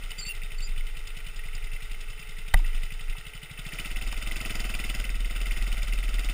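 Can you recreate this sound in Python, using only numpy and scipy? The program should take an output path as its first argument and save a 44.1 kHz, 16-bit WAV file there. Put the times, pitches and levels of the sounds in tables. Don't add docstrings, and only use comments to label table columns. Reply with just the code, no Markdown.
import sys
import numpy as np
from scipy import signal
from scipy.fft import rfft, irfft
from scipy.io import wavfile
from scipy.ndimage import uniform_filter1d

SR = 44100
rng = np.random.default_rng(int(sys.argv[2]) if len(sys.argv) > 2 else 0)


def int16_out(signal):
    q = np.round(np.clip(np.atleast_2d(signal).T, -1, 1) * 32767)
    wavfile.write(sys.argv[1], SR, q.astype(np.int16))


def volts_from_db(level):
    exponent = np.asarray(level, float) / 20
    return 10 ** exponent


N = 279153
TIME = np.arange(N) / SR


def unit(x):
    return x / np.sqrt(np.mean(x ** 2))


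def steady(x, span_s):
    return x / np.sqrt(uniform_filter1d(x ** 2, int(span_s * SR)))


def curves(table):
    time_s, *columns = np.transpose(table)
    return [np.interp(TIME, time_s, column) for column in columns]


def band(x, hz, width_hz):
    return signal.lfilter(*signal.iirpeak(hz, hz / width_hz, SR), x)


def butter(x, order, hz, kind="low"):
    return signal.sosfilt(signal.butter(order, hz, kind, fs=SR, output="sos"), x)


def noise():
    return rng.standard_normal(N)


def ring(start_s, hz, t60_s):
    t = np.maximum(TIME - start_s, 0)
    return np.sin(2 * np.pi * hz * t) * np.exp(-np.log(1000) * t / t60_s)


def knocks():
    # start_s, peak_db, push_s, centre_hz, spread_octaves
    contacts = [
        (2.5385, -8, .0055, 2000, 3),
        (.113, -27, .007, 3500, .25),
        (2.592, -39, .003, 900, .3),
        (2.645, -33, .005, 2000, .15),
        (3.152, -38, .002, 1000, .4),
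        (4.128, -32, .002, 1200, .3),
        (2.5382, -18, .003, 4000, .6),
        (4.6, -29, .005, 5000, .12),
    ]
    # mode_hz, level_db, t60_s
    shell = [(660, -19, .03), (780, -14, .05), (950, -9, .03), (1220, -6, .03), (1610, -11, .02),
             (1980, 6, .014), (2450, -5, .012), (3000, -3, .01), (3670, -9, .012), (4470, -13, .012),
             (5000, -15, .01)]
    out = 0
    for start_s, peak_db, push_s, centre_hz, octaves in contacts:
        t = np.linspace(0, 1, int(max(push_s, .001) * SR))
        contact = np.minimum(0.1 + t, 4 - 4 * t) * rng.standard_normal(len(t))
        modes = 0
        for hz, mode_db, t60_s in shell:
            reach_db = -6 * (np.log2(hz / centre_hz) / octaves) ** 2
            modes = modes + volts_from_db(mode_db + reach_db) * ring(0, hz, t60_s)[:4000]
        hit = butter(np.convolve(contact, modes), 3, 600, "high")
        hit = volts_from_db(peak_db) * hit / np.abs(hit).max()
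        out = out + np.pad(hit, (int(start_s * SR), N))[:N]
    return out


def squeak(start_s, length_s, first_hz, last_hz, peak_db, overtone_db):
    press_hz, press_db, late_skew = 109, 38, 1.06
    done = np.clip((TIME - start_s) / length_s, 0, 1)
    press = np.sin(np.pi * done ** late_skew)
    pitch_hz = first_hz + (last_hz - first_hz) * done + press_hz * press
    phase = 2 * np.pi * np.cumsum(pitch_hz) / SR
    tremble = 1 + 0.31 * unit(band(noise(), 69, 79))
    bite = np.minimum(10 * press, 1) * volts_from_db(peak_db - press_db * (1 - press) ** 2)
    return np.sqrt(2) * bite * tremble * (np.sin(phase) + volts_from_db(overtone_db) * np.sin(2 * phase))


def brakes():
    # start_s, length_s, first_hz, last_hz, peak_db
    squeaks = [
        (0.176, 0.044, 4610, 4720, -36),
        (0.208, 0.045, 4360, 4360, -38.5),
        (0.244, 0.063, 4330, 4610, -38),
        (.304, .025, 4400, 4300, -56),
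        (.578, .02, 4600, 4300, -45.5),
        (.605, 0.07, 4230, 5040, -41.5),
        (0.661, 0.019, 4780, 4630, -47),
    ]
    # start_s, length_s, first_hz, last_hz, peak_db
    groan = (.264, .074, 2640, 2680, -35)
    return sum(squeak(*row, overtone_db=-60) for row in squeaks) + squeak(*groan, overtone_db=-22)


def arm(cycle, load, effort_db):
    # time_s, swing_db
    swing = [(0, -38), (.3, -37), (.8, -27), (1.0, -35), (1.2, -37), (1.45, -32), (2.0, -32), (2.25, -41),
             (2.8, -25.5), (3.2, -39), (3.6, -43.5), (3.85, -35.5), (4.2, -34), (4.42, -39), (4.8, -34),
             (5.5, -28.5), (5.9, -29), (6.33, -27.5)]
    # start_s, peak_db, swing_hz, t60_s
    jolt_table = [
        (2.539, -6.5, 26.5, .36),
        (2.54, -24, 140, .13),
        (2.545, -27, 68, .2),
        (2.541, -40, 330, .05),
        (2.61, -41, 300, .08),
        (2.74, -23, 25, .45),
        (3.085, -20, 25, .18),
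    ]
    crank_db, = curves(swing)
    fire_db = -50.5 + 12.5 * load + 0.76 * effort_db
    road_db = -39 + 4.5 * load + 0.64 * (crank_db - crank_db.mean() + 1)
    fire = np.sqrt(2) * np.cos(2 * np.pi * (cycle + 0.3))
    crank = np.sqrt(2) * np.cos(4 * np.pi * (cycle + 0.031 + 0.14 * load))
    road = steady(butter(band(noise(), 28, 10), 8, 38), 0.129)
    jolts = 0
    for start_s, peak_db, hz, t60_s in jolt_table:
        foam = np.tanh((TIME - start_s) / .006)
        jolts = jolts + volts_from_db(peak_db) * ring(start_s, hz, t60_s) * foam
    return volts_from_db(fire_db) * fire + volts_from_db(crank_db) * crank + volts_from_db(road_db) * road + jolts


def blows(cycle, beat_db, load, gas_db):
    def at(share, shape):
        count = np.floor(cycle - share)
        beats = np.diff(count, prepend=count[0]) * volts_from_db(beat_db)
        return signal.fftconvolve(beats, shape, "same")

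    trip = int(0.0034 * SR)
    pipe = np.r_[1, np.zeros(trip - 1), .6]
    soft = np.hanning(int(0.0057 * SR))
    idling = butter(signal.lfilter([1], pipe, at(0, soft)), 2, 55, "high")
    sharp = np.hanning(int(.0038 * SR))
    pair = at(0, sharp) + .7 * at(.19, sharp)
    pulling = signal.sosfiltfilt(signal.butter(2, 66, "high", fs=SR, output="sos"), pair)
    heave = np.cos(6 * np.pi * cycle - 1.5)
    loaded = (volts_from_db(-33.5) + volts_from_db(gas_db + 14)) * pulling + volts_from_db(-49) * heave
    return volts_from_db(-35.5) * (1 - load) * idling + load * loaded


def exhaust(cycle, beat_db, load, gas_db):
    # mode_hz, width_hz, level_db
    muffler = [(295, 190, -1.5), (437, 130, -0.5), (656, 195, 5), (732, 96, 0.5), (930, 47, -6)]
    puff = .5 + np.exp(-((cycle + 0.067) % 1) / 0.6)
    gas = 0
    for hz, width_hz, mode_db in muffler:
        gas = gas + volts_from_db(mode_db + 4 * load * (hz < 500)) * band(puff * noise(), hz, width_hz)
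    drone = steady(band(noise(), 430, 12), .03) + volts_from_db(-7) * steady(band(noise(), 862, 12), .04)
    drone = drone * (1 + 0.43 * np.cos(4 * np.pi * (cycle - .26)))
    rumble = band(band(puff * noise(), 75, 90), 75, 90)
    out = blows(cycle, beat_db, load, gas_db) + volts_from_db(gas_db) * unit(gas)
    return out + volts_from_db(-62.5 - 6 * load) * drone + volts_from_db(-56 + 5 * load) * unit(rumble)


def clatter(cycle, beat_db, load, treble_db):
    # start_cycles (from the beat), idle_db, load_db, decay_cycles, centre_hz, spread_octaves
    strokes = [
        (-.232, 2, 6.5, .12, 2350, .26),
        (-.055, 1, 2, .13, 3100, .4),
        (-.01, 2, 2, .07, 4950, .08),
        (.15, -5, -6, .08, 3800, .5),
        (.28, -2, -5, .09, 2400, .4),
        (-.12, -12, -1, .3, 1480, .12),
    ]
    # mode_hz, width_hz, level_db
    tin = [(1346, 270, -5.5), (1479, 210, -12), (1911, 118, -4), (2076, 205, -2), (2412, 236, -7),
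           (2666, 157, -2), (2995, 156, -3.5), (3510, 490, -10), (3688, 37, -5.5), (4126, 97, -13),
           (4998, 694, -8), (5607, 260, -8)]
    out = 0
    blows_db = 1.5 * rng.standard_normal((len(strokes), 128))
    for hz, width_hz, mode_db in tin:
        gate = volts_from_db(-9 - 2 * load)
        for (start, idle_db, load_db, decay, centre_hz, octaves), blow_db in zip(strokes, blows_db):
            beat, since = np.divmod(cycle + 2 - start, 1)
            scatter_db = (blow_db + 3 * rng.standard_normal(128))[beat.astype(int)]
            scatter_db = scatter_db * (1 - .5 * load)
            fired_db = 0.81 * beat_db * (start < -.1)
            reach = np.exp(-.5 * (np.log2(hz / centre_hz) / octaves) ** 2)
            burst = (1 - np.exp(-since / .008)) * np.exp(-(since / decay) ** 2)
            stroke_db = idle_db + load * (load_db - idle_db) + scatter_db + fired_db
            gate = gate + reach * volts_from_db(stroke_db) * burst
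        grainy = noise() * volts_from_db(1.2 * rng.exponential(size=N))
        once = band(gate * grainy, hz, 1.22 * width_hz)
        twice = band(once, hz, 1.22 * width_hz)
        out = out + volts_from_db(mode_db + treble_db * (hz > 4300)) * twice
    return steady(out, 0.634)


def scene():
    # time_s, speed_hz (four-stroke cycles)
    speed_table = [(0, 15.91), (.16, 12.3), (.85, 11.19), (.95, 9.06), (1.04, 10.13), (1.75, 11.04),
                   (2.37, 10.36), (2.71, 11.64), (2.98, 11.28), (3.58, 12.72), (3.93, 18.3), (4.42, 22.04),
                   (4.52, 20.7), (5.41, 18.88), (5.61, 19.33), (6.33, 19.23)]
    # time_s, effort_db (over idling), firing_db
    throttle = [(0, 1.5, -9), (.27, 0, -2), (.8, -1, -5), (1.7, 0, -4.5), (2.45, -1.5, -6), (2.7, 1, -3),
                (3.2, -0.5, -3), (3.52, -0.5, 1), (3.65, 2.5, 4), (3.79, 6.5, 2), (3.95, 5, -4),
                (4.25, 6, -4.5), (4.5, 8, -0.5), (5.0, 7, -2), (5.17, 3, -5), (5.5, 6, -3.5),
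                (6.05, 4.5, -4.5), (6.33, 6.5, -1.5)]
    # time_s, change_db
    misfires = [
        (.107, -7),
        (.354, -7),
        (.518, -4),
        (.869, -12),
        (1.074, -9),
        (1.363, -15),
        (2.012, -15),
    ]
    speed_hz, = curves(speed_table)
    cycle = np.cumsum(speed_hz) / SR - .573
    effort_db, beat_db = curves(throttle)
    for time_s, change_db in misfires:
        beat_db = beat_db + change_db * np.clip(1 - np.abs(TIME - time_s) * speed_hz, 0, 1)
    load = np.clip((uniform_filter1d(speed_hz, SR // 8) - 12.5) / 6.6, 0, 1)
    tin = volts_from_db(-45.5 + effort_db) * clatter(cycle, beat_db, load, treble_db=-4 + .45 * effort_db)
    engine = tin + exhaust(cycle, beat_db, load, gas_db=-62.5 + 1.51 * effort_db)
    return (engine + arm(cycle, load, effort_db) + brakes() + knocks())[None]


def band_limit(x):
    return signal.sosfilt(signal.butter(12, 16450, fs=SR, output="sos"), x)


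def record(dry):
    hold_hz = 12000
    x = butter(dry[0], 6, 5600)
    period = round(hold_hz * N / SR)
    bins = np.arange(N // 2 + 1)
    folded = (bins + period // 2) % period - period // 2
    spectrum = rfft(x)[np.abs(folded)]
    spectrum = np.where(folded < 0, spectrum.conj(), spectrum)
    spectrum = spectrum * np.sinc(bins / period) / np.sinc(bins / period / 4)
    spectrum /= 1 + (bins * SR / N / 15450) ** 120
    return band_limit(irfft(spectrum, N)[None])


dry = scene()
out = record(dry)
int16_out(out)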